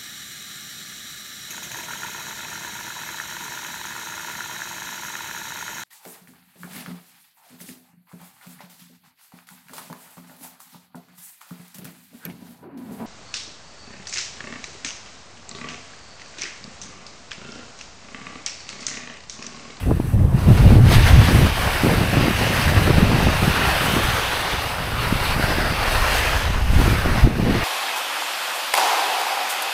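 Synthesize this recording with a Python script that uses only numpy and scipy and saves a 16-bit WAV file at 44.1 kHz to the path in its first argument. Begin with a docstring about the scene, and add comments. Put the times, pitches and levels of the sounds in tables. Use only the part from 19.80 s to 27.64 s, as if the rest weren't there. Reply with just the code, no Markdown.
"""Skidding down a windy gully

A skier drops into a steep gully, throws the skis sideways and skids down over chopped snow.
Skis: random grain clicks and noise, coloured and ringing, make the scrape, hiss, spray and crackle.
Wind on the helmet microphone: shaped noise rumbles, buffets and flutters; wandering sines throb in gusts.
Single eddies pop on the microphone port as short pressure swings with a higher crack."""
import sys
import numpy as np
from scipy import signal
from scipy.fft import rfft, irfft
from scipy.io import wavfile
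from scipy.ndimage import uniform_filter1d

SR = 44100
rng = np.random.default_rng(int(sys.argv[2]) if len(sys.argv) > 2 else 0)


def to_wav(s):
    """Save 16-bit WAV."""
    ch = np.atleast_2d(s).T  # columns
    pcm = np.round(np.clip(ch, -1, 1) * 32767)  # PCM
    wavfile.write(sys.argv[1], SR, pcm.astype(np.int16))


N = 345744  # length [samples]

# Levels in the tables are starting points: the sources add trims and random movement.

# how hard the skis skid and how much powder they throw: (time [s], scrape level [dB], spray level [dB])
SKID_CURVE = [(0.0, -38.5, -47), (0.09, -43, -49.5), (0.3, -42.5, -48.5), (0.36, -44.5, -53),
              (0.51, -45.5, -50), (0.6, -35.5, -45), (0.78, -29, -42), (0.96, -29.5, -42),
              (1.01, -36, -45.5), (1.09, -25, -36.5), (1.7, -23, -36), (2.52, -25.5, -39),
              (2.64, -27, -39.5), (2.85, -24, -36), (3.3, -24.5, -40), (3.8, -22.5, -36),
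              (4.28, -23.5, -35.7), (4.75, -24.5, -39.5), (5.02, -27.5, -42.5), (5.5, -27, -39.5),
              (5.94, -24.5, -40), (6.33, -20.5, -35), (6.56, -24.5, -38.5), (6.86, -31.5, -46.5),
              (7.04, -24.5, -38.5), (7.41, -29.5, -44), (7.52, -34, -49), (7.64, -30, -46.5),
              (7.78, -25, -41.5)]
# the edges dig in (+) or let go (-) for a moment:
# (centre time [s], length [s], scrape and spray change [dB], bite change [dB])
EDGE_DIGS = [(1.135, 0.054, 5.5, 8), (1.235, 0.03, -2, 4), (1.28, 0.06, 5.5, 4), (1.39, 0.18, -3, -0.5),
             (1.45, 0.092, 3.5, 2.5), (1.73, 0.11, -4, -2), (2.28, 0.074, -2, -2), (2.43, 0.062, -0.5, 2),
             (2.65, 0.18, 2.5, 5), (2.83, 0.1, 2, 3), (4.99, 0.2, 0, -3), (5.22, 0.09, 1, 5.5),
             (5.48, 0.24, 3.5, 4), (5.57, 0.058, -2.5, -5), (5.68, 0.13, 2, 1), (6.12, 0.16, 1.5, -0.5),
             (6.24, 0.16, 0, -2), (7.39, 0.14, 3, 3)]
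# hollow colour of the scrape where the skis dig in:
# (time [s], resonance [Hz], level over the scrape grains [dB])
HOLLOW_GLIDE = [(0, 1350, -15), (0.5, 820, 6), (0.9, 900, -28), (1.27, 1950, -4), (1.6, 1440, -19),
                (2.8, 1760, -5), (3.05, 1690, -10), (3.36, 1400, -24), (3.6, 1450, -12), (4.3, 1470, -4),
                (4.98, 890, -36), (5.19, 1180, 1.5), (5.45, 1370, -17), (5.78, 1610, -2.5), (6.1, 960, -14),
                (6.42, 1880, -5.5), (6.7, 1490, -17), (7.25, 1350, -2), (7.55, 1590, -20), (7.8, 2090, -6)]
# faint gliding ring in the hiss as the edge angle changes:
# (time [s], resonance [Hz], level over the undulled bite [dB])
EDGE_RING_GLIDE = [(0, 2500, -2), (0.6, 2600, -28), (1.13, 3700, -8), (2.0, 2550, -14), (2.42, 2500, -2),
                   (2.7, 2600, -8), (3.7, 2630, -6), (4.1, 2940, -2.5), (4.7, 3550, -8), (5.0, 3230, -9),
                   (5.22, 3740, -20), (5.47, 4050, -8), (5.57, 4670, -11), (5.7, 4930, -7),
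                   (5.9, 4700, -10), (6.1, 4450, -9), (6.35, 2600, -15), (6.55, 3000, -5),
                   (7.84, 2700, -25)]
# upper edge of the bite's hiss, rising and falling: (time [s], low-pass corner [Hz])
BITE_TOP_GLIDE = [(0, 5500), (1.25, 6840), (1.7, 6440), (2.1, 5300), (2.65, 7160), (3.15, 5550),
                  (3.55, 6600), (3.9, 5600), (4.4, 7460), (5.2, 4980), (5.5, 5360), (5.8, 4800),
                  (6.05, 5470), (6.35, 8000), (6.9, 7500), (7.3, 6040)]
# airflow on the microphone: (time [s], rumble level [dB], buffet level [dB])
WIND_CURVE = [(0.0, -43, -31), (0.07, -24, -23.5), (0.28, -31, -21.5), (0.6, -29, -19.5), (0.8, -19, -15),
              (1.4, -25, -15), (1.63, -30, -22), (1.72, -28, -26.5), (1.97, -27, -28), (2.06, -32, -22),
              (2.75, -33, -26), (3.15, -25.5, -18.5), (3.95, -35, -32), (4.32, -33, -25),
              (4.44, -42, -37.5), (5.05, -39.5, -33), (5.33, -29.5, -26.5), (6.6, -26.5, -34),
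              (7.0, -14.5, -18.5), (7.17, -31.5, -25), (7.75, -26, -24), (7.84, -30, -32)]
# brief gusts on top of the airflow: (centre time [s], length [s], rumble change [dB], buffet change [dB])
GUST_SWELLS = [(.87, 0.082, 3, 5), (1.19, 0.068, 10, -9), (1.35, 0.086, 14.5, 0.5), (3.21, 0.079, 12, -6.5),
               (3.46, 0.053, 13, -3), (3.68, .08, 1, 7), (4.26, 0.066, 12, 1.5), (6.2, 0.086, 7.5, -1),
               (7.28, 0.11, 14, -8), (7.45, 0.055, 18, -2)]
# flurries of small eddies: (start time [s], hold length [s], level [dB])
EDDY_FLURRIES = [(0.064, 0.054, -24.5), (0.323, 0.29, -31), (0.661, 0.069, -22), (0.843, 0.15, -20.5),
                 (1.05, 0.14, -25), (1.492, 0.17, -22), (2.047, 0.087, -19), (2.178, 0.059, -22),
                 (2.332, 0.17, -22), (2.589, 0.16, -25.5), (2.912, 0.14, -23.5), (3.067, 0.025, -20),
                 (3.172, 0.26, -22), (3.467, 0.0085, -18), (3.62, 0.1, -26), (3.777, 0.055, -30.5),
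                 (4.012, 0.18, -26), (5.562, 0.36, -32.5), (6.988, 0.14, -27.5), (7.254, 0.14, -27),
                 (7.445, 0.038, -23.5), (7.5, 0.083, -28), (7.592, 0.17, -21)]
# strongest eddies hitting the port: (centre time [s], swing level [dB], swing rate [Hz], crack level [dB])
PORT_POPS = [(0.110, -11, 900, -24), (0.115, -1, 390, -22), (0.201, -3.5, 266.5, -19),
             (0.689, -9.5, 332, -22), (0.906, -6, 330, -17), (0.956, -2, 296, -32), (1.008, 5, 120, -34),
             (1.117, -14, 480, -9), (1.131, -3.5, 258, -18), (1.183, 0.5, 288, -22), (1.55, -5, 200, -18),
             (2.037, -1.5, 230, -22), (2.062, -5, 328, -15), (2.069, -2, 300, -14), (2.087, -17, 280, -25),
             (2.096, -8, 380, -11), (2.117, -10, 201, -28), (2.183, -11, 220, -26), (2.371, -4, 332, -22),
             (2.412, -4, 277, -23), (2.483, -2.5, 287, -28), (2.924, -5, 258, -20), (2.965, -5.5, 218, -23),
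             (3.093, -8, 301, -28), (3.105, 1, 280, -21), (3.183, 0.5, 206, -19), (3.229, 3, 170, -19),
             (3.317, -19, 400, -11), (3.404, -12, 400, -12), (3.471, -2, 129, -13), (3.68, 0.5, 190, -22),
             (4.167, -2, 267, -29), (4.289, -8, 100, -23), (5.327, -1, 196, -30), (5.598, -8, 280, -14),
             (5.644, -8.5, 138, -27), (5.706, -11, 298, -27), (5.785, -7, 320, -24),
             (6.705, -11.5, 179, -30), (6.935, -7, 179, -22), (6.964, 0, 89.5, -30), (6.991, -5, 218, -18),
             (7.001, -3, 228, -14), (7.016, -7, 260, -13), (7.062, -11, 278, -24), (7.08, -3, 226, -24),
             (7.131, -8, 270, -27), (7.26, -7, 262, -13), (7.361, -15, 260, -26), (7.444, 1.5, 110, -22),
             (7.474, 1, 282, -31), (7.595, -8, 250, -28), (7.723, -19, 270, -24)]
# throbs in the strongest gusts: (centre time [s], length [s], peak level [dB], mean rate [Hz])
GUST_THROBS = [(0.357, 0.073, -6.5, 87.6), (0.423, 0.045, -8, 85), (0.55, 0.033, -5, 110),
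               (0.708, 0.074, -1.5, 100), (0.853, 0.11, -9.5, 90), (0.923, 0.046, -12, 129.4),
               (0.983, 0.095, -5.5, 105.1), (1.057, 0.042, -1.5, 119.6), (1.175, 0.046, -3.5, 94.6),
               (1.24, 0.059, -5, 91.2), (1.323, 0.05, -4.5, 85.2), (1.399, 0.062, -2.5, 100.5),
               (1.561, 0.062, -4.5, 115), (1.633, 0.033, -3, 115), (2.978, 0.026, -7, 118.6),
               (3.105, 0.02, -8, 140), (3.26, 0.066, -15.5, 130)]

# relative spectra of the snow layers: (frequency [Hz], density [dB per Hz])
SCRAPE_SPECTRUM = [(150, -12), (280, -4.5), (400, -2), (550, 1.5), (800, 2.5), (1200, 1), (1850, 0.5),
                   (2300, -9), (3000, -20), (5000, -13.5)]
BITE_SPECTRUM = [(1300, -27), (2100, 1.5), (2750, 3.5), (3300, -2), (4000, -3.5), (4800, -6.5), (5600, -12),
                 (6400, -8.5), (7200, -15.5), (10000, -11.5)]
SPRAY_SPECTRUM = [(3500, -26), (6000, 0), (7000, -6), (7900, 3), (8600, 0), (9500, 3.5), (10300, 3.5),
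                  (11000, -1.5), (12300, -1), (13200, 4.5), (14200, -2.5), (15700, -9)]
CRUMB_SPECTRUM = [(400, -26), (1200, 8), (2500, -6), (5000, 8), (8000, -16)]
# relative spectra of the wind, from large eddies to fine: (frequency [Hz], density [dB per Hz])
RUMBLE_SPECTRUM = [(12, -3), (22, 0), (35, 1.5), (55, 0.5), (80, -3.5), (140, -43)]
BUFFET_SPECTRUM = [(35, -21), (60, -2), (90, -1), (125, -2.5), (170, -12.5), (250, -18.5), (500, -38)]
FLUTTER_SPECTRUM = [(100, 1.5), (160, 4), (220, 0.5), (310, -5), (450, -10), (700, -17), (1200, -36),
                    (2500, -73)]
FINE_EDDY_SPECTRUM = [(300, -4.5), (550, -3), (1200, -12.5)]

# the bite sits at BITE_DB when the scrape is at FULL_SKID_DB, and moves BITE_FOLLOWS dB per scrape dB
FULL_SKID_DB, BITE_DB, BITE_FOLLOWS = -24.5, -29, 1.07
PATCH_LOW_HZ, PATCH_HIGH_HZ = 400, 9000  # centres of the lowest and highest snow-patch bands
FLURRY_ATTACK_S, FLURRY_RELEASE_S = 0.0087, 0.039
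# centre pitch of the cracks, cycles until they fade to 1/e, and largest random detune
CRACK_HZ, CRACK_CYCLES, CRACK_SPREAD_OCTAVES = 800, 1, 0.32
CUTOFF_HZ = 15600


def from_db(db):
    """Decibels to gain."""
    return 10 ** (np.asarray(db) / 20)


def rms_one(x):
    """Scale to unit rms."""
    return x / np.sqrt(np.mean(x ** 2) + 1e-20)


def in_time(rows):
    """Each column of a curve, drawn as straight lines at every sample."""
    s, *columns = np.transpose(rows)
    return [np.interp(np.arange(N) / SR, s, c) for c in columns]


def swells(rows):
    """Each row (centre, length, dB, dB) is a smooth rise and fall of two levels."""
    t = np.arange(N) / SR
    return sum(np.outer(db, np.exp(-(2 * (t - s) / length) ** 2)) for s, length, *db in rows)


def drift(rate):
    """Smooth chance with spread 1, changing about rate times a second."""
    step = 40  # samples between points of the slow noise
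    r = np.exp(-2 * np.pi * rate * step / SR)
    noise = rng.standard_normal(N // step + 2002)
    slow = signal.lfilter([1], [1, -2 * r, r * r], noise)[2000:]  # drop the filter's start-up
    return np.interp(np.arange(N) / step, np.arange(len(slow)), rms_one(slow))


def coloured(x, spectrum):
    """Give x a spectrum that falls away by a further 24 dB per octave beyond its ends; rms 1."""
    hz, db = np.transpose(spectrum)
    octave = np.log2(np.maximum(np.arange(N // 2 + 1) * SR / N, 1))
    outside = np.abs(octave - np.clip(octave, np.log2(hz[0]), np.log2(hz[-1])))
    gain = from_db(np.interp(octave, np.log2(hz), db) - 24 * outside)
    return rms_one(irfft(rfft(x) * gain, N))


def grains(per_s, spread_db):
    """Snow crystals break at random moments as single clicks, many small and a few large."""
    sizes = from_db(spread_db * np.minimum(rng.exponential(1, N), 4.5))
    signs = rng.choice([-1, 1], N)
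    return rms_one(sizes * signs * (rng.random(N) < per_s / SR))


def resonant(rows, width_hz):
    """Noise twice through a resonance that glides along rows, at the rows' level."""
    hz, db = in_time(rows)
    x, r = rng.standard_normal(N), np.exp(-np.pi * width_hz / SR)
    block, state = 256, np.zeros((2, 2))  # the pitch steps once per block
    for i in range(0, N, block):
        section = [1, 0, -1, 1, -2 * r * np.cos(2 * np.pi * hz[i] / SR), r * r]
        x[i:i + block], state = signal.sosfilt([section, section], x[i:i + block], zi=state)
    return rms_one(x) * from_db(db)


def dulled(x, rows):
    """A steep sixth-order low-pass whose corner glides along rows."""
    w, out = 2 * np.pi * in_time(rows)[0] / SR, np.zeros(N)
    block, state = 512, np.zeros((3, 2))  # the corner steps once per block
    for i in range(0, N, block):
        c = np.cos(w[i])
        damping = np.sin(w[i]) * np.cos(np.pi * np.array([1, 3, 5]) / 12)  # Butterworth pole angles
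        sections = [np.array([(1 - c) / 2, 1 - c, (1 - c) / 2, 1 + d, -2 * c, 1 - d]) / (1 + d)
                    for d in damping]
        out[i:i + block], state = signal.sosfilt(sections, x[i:i + block], zi=state)
    return out


def clumps(per_s, crumble_s, spread_db):
    """Lumps of snow meet the edge at random: each is a sudden surge that crumbles away; mean power 1."""
    sizes = from_db(spread_db * np.minimum(rng.exponential(1, N), 3))
    hits = sizes * (rng.random(N) < per_s / SR)
    surge = signal.lfilter([1], [1, -np.exp(-1 / (crumble_s * SR))], hits ** 2 + 1e-18)
    return rms_one(np.sqrt(1 + surge))


def patchy(x, patchy_db, per_s, count):
    """Uneven snow favours now one narrow band, now another; each of count bands swells by its own chance."""
    hz = np.arange(N // 2 + 1) * SR / N
    # bands are evenly spaced in the square root of frequency and cross-fade into their neighbours
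    place = np.interp(np.sqrt(hz), np.sqrt([PATCH_LOW_HZ, PATCH_HIGH_HZ]), [0, count - 1])
    spectrum, out = rfft(x), np.zeros(N)
    for k in range(count):
        band = irfft(spectrum * np.clip(1 - np.abs(place - k), 0, 1), N)
        out += band * from_db(patchy_db * drift(per_s))
    return rms_one(out) * np.std(x)


def skis(chatter_db=0.43, uneven_db=1.1):
    """Bases crush snow, edges shave it, thrown powder hisses; the harder the skid, the more the edges bite."""
    scrape_db, spray_db = in_time(SKID_CURVE)
    dig_db, dig_bite_db = swells(EDGE_DIGS)
    bite_db = BITE_DB + BITE_FOLLOWS * (scrape_db - FULL_SKID_DB)

    # an edge digging in breaks off coarser crumbs
    digging = np.sqrt(np.clip(1 - from_db(-dig_bite_db), 0, 1))
    crumbs = from_db(-9.0) * digging * coloured(grains(per_s=410, spread_db=3.0), CRUMB_SPECTRUM)
    scrape_grains = coloured(grains(per_s=7000, spread_db=2.0), SCRAPE_SPECTRUM)
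    scrape = crumbs + scrape_grains + resonant(HOLLOW_GLIDE, width_hz=580)
    bite_grains = coloured(grains(per_s=14000, spread_db=2.0), BITE_SPECTRUM)
    bite = dulled(bite_grains, BITE_TOP_GLIDE) + resonant(EDGE_RING_GLIDE, width_hz=920)
    spray = coloured(grains(per_s=20000, spread_db=2.0), SPRAY_SPECTRUM)

    surges = clumps(per_s=45, crumble_s=0.014, spread_db=-0.33)  # negative: large draws hit slightly softer
    crushed = scrape * from_db(scrape_db + dig_db - 0.9) * surges
    shaved = bite * from_db(bite_db + dig_bite_db)
    # powder flies up unevenly
    thrown = spray * from_db(spray_db + dig_db + 0.15 + uneven_db * drift(7.4))
    skid = patchy(crushed + shaved, patchy_db=1.5, per_s=8, count=40)
    return (skid + thrown) * from_db(chatter_db * drift(37))  # ruts shake the whole ski at once


def turbulence(spectrum, even_s):
    """Low noise whose strength is evened over even_s, so that it swings on steadily."""
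    x = coloured(rng.standard_normal(N), spectrum)
    power = uniform_filter1d(x * x, max(int(even_s * SR), 1))
    return rms_one(x / np.sqrt(np.abs(power) + .05))  # the small floor limits the lift of quiet spots


def flurry_gain():
    """Each flurry sets in quickly, holds and dies away."""
    t, gain = np.arange(N) / SR, np.zeros(N)
    for s, length, db in EDDY_FLURRIES:
        corners = [s - FLURRY_ATTACK_S, s, s + length, s + length + FLURRY_RELEASE_S]
        gain += from_db(db) * np.interp(t, corners, [0, 1, 1, 0])
    return gain


def wind(lumpy_db=4.0, gusty_db=2.5, calm_flutter_db=-9.5, flurry_db=1.5, fine_db=2.0):
    """Large eddies rumble, middle ones buffet, small ones flutter faintly along and tear off in flurries."""
    rumble_db, buffet_db = in_time(WIND_CURVE) + swells(GUST_SWELLS) + gusty_db * drift(17.2)
    rumble = turbulence(RUMBLE_SPECTRUM, even_s=0.119) * from_db(rumble_db + 1.5)
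    buffet = turbulence(BUFFET_SPECTRUM, even_s=0.059) * from_db(buffet_db + 0.1)

    lumps = rng.standard_normal(N) * from_db(lumpy_db * np.clip(drift(61), -2, 1.2))
    flurry = from_db(flurry_db) * flurry_gain()
    flutter_gain = np.hypot(from_db(buffet_db + calm_flutter_db), flurry)
    flutter = coloured(lumps, FLUTTER_SPECTRUM) * flutter_gain
    # the hardest flurries break into finer eddies
    fine = coloured(lumps, FINE_EDDY_SPECTRUM) * from_db(fine_db) * flurry ** 2
    return rumble + buffet + flutter + fine


def pops(length_cycles=0.41, lopsided=0.84):
    """An eddy crossing the port is one pointed pressure swing with a short, higher crack on top."""
    out, t = np.zeros(N), np.arange(N) / SR
    chances = rng.uniform(-0.99, 1, (len(PORT_POPS), 3))
    for (s, db, hz, crack_db), (lean, turn, detune) in zip(PORT_POPS, chances):
        near = np.abs(t - s) < 3 / hz
        cycles = (t[near] - s) * hz
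        crack_cycles = (t[near] - s) * CRACK_HZ * 2 ** (CRACK_SPREAD_OCTAVES * detune)
        swing_shape = np.exp(-np.abs(cycles / length_cycles) ** 1.16)
        swing = swing_shape * np.cos(2 * np.pi * cycles + lopsided * lean)
        crack = np.exp(-(crack_cycles / CRACK_CYCLES) ** 2) * np.cos(2 * np.pi * crack_cycles + turn)
        out[near] += from_db(db) * swing + from_db(crack_db) * crack
    return out


def throbs(wander_octaves=0.42, unsteady_db=2.0):
    """In strong gusts vortices peel off the helmet almost regularly, wandering in rate and strength."""
    out, t = np.zeros(N), np.arange(N) / SR
    clock = np.cumsum(2 ** (wander_octaves * drift(85.8))) / SR  # time that runs unevenly
    for s, length, db, hz in GUST_THROBS:
        near = np.abs(t - s) < length
        shape = np.exp(-(2 * np.abs(t[near] - s) / length) ** 3)
        out[near] += from_db(db) * shape * np.sin(2 * np.pi * hz * clock[near])
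    return out * from_db(unsteady_db * drift(48))


def scene():
    """Skis below, wind right on the microphone."""
    snow = skis()
    air = wind() + from_db(-3.5) * throbs() + from_db(-3.0) * pops()
    # the port chokes on the strongest gusts: a soft ceiling at 0.9
    choked = air / (1 + (air / .9) ** 6) ** (1 / 6)
    return (snow + choked)[None]


def record(dry):
    """A steep low-pass cuts the top and peaks stop at full scale."""
    low_pass = signal.ellip(12, .1, 90, CUTOFF_HZ, fs=SR, output="sos")
    return np.clip(signal.sosfilt(low_pass, dry), -1, 1)


dry = scene()
out = record(dry)
to_wav(out)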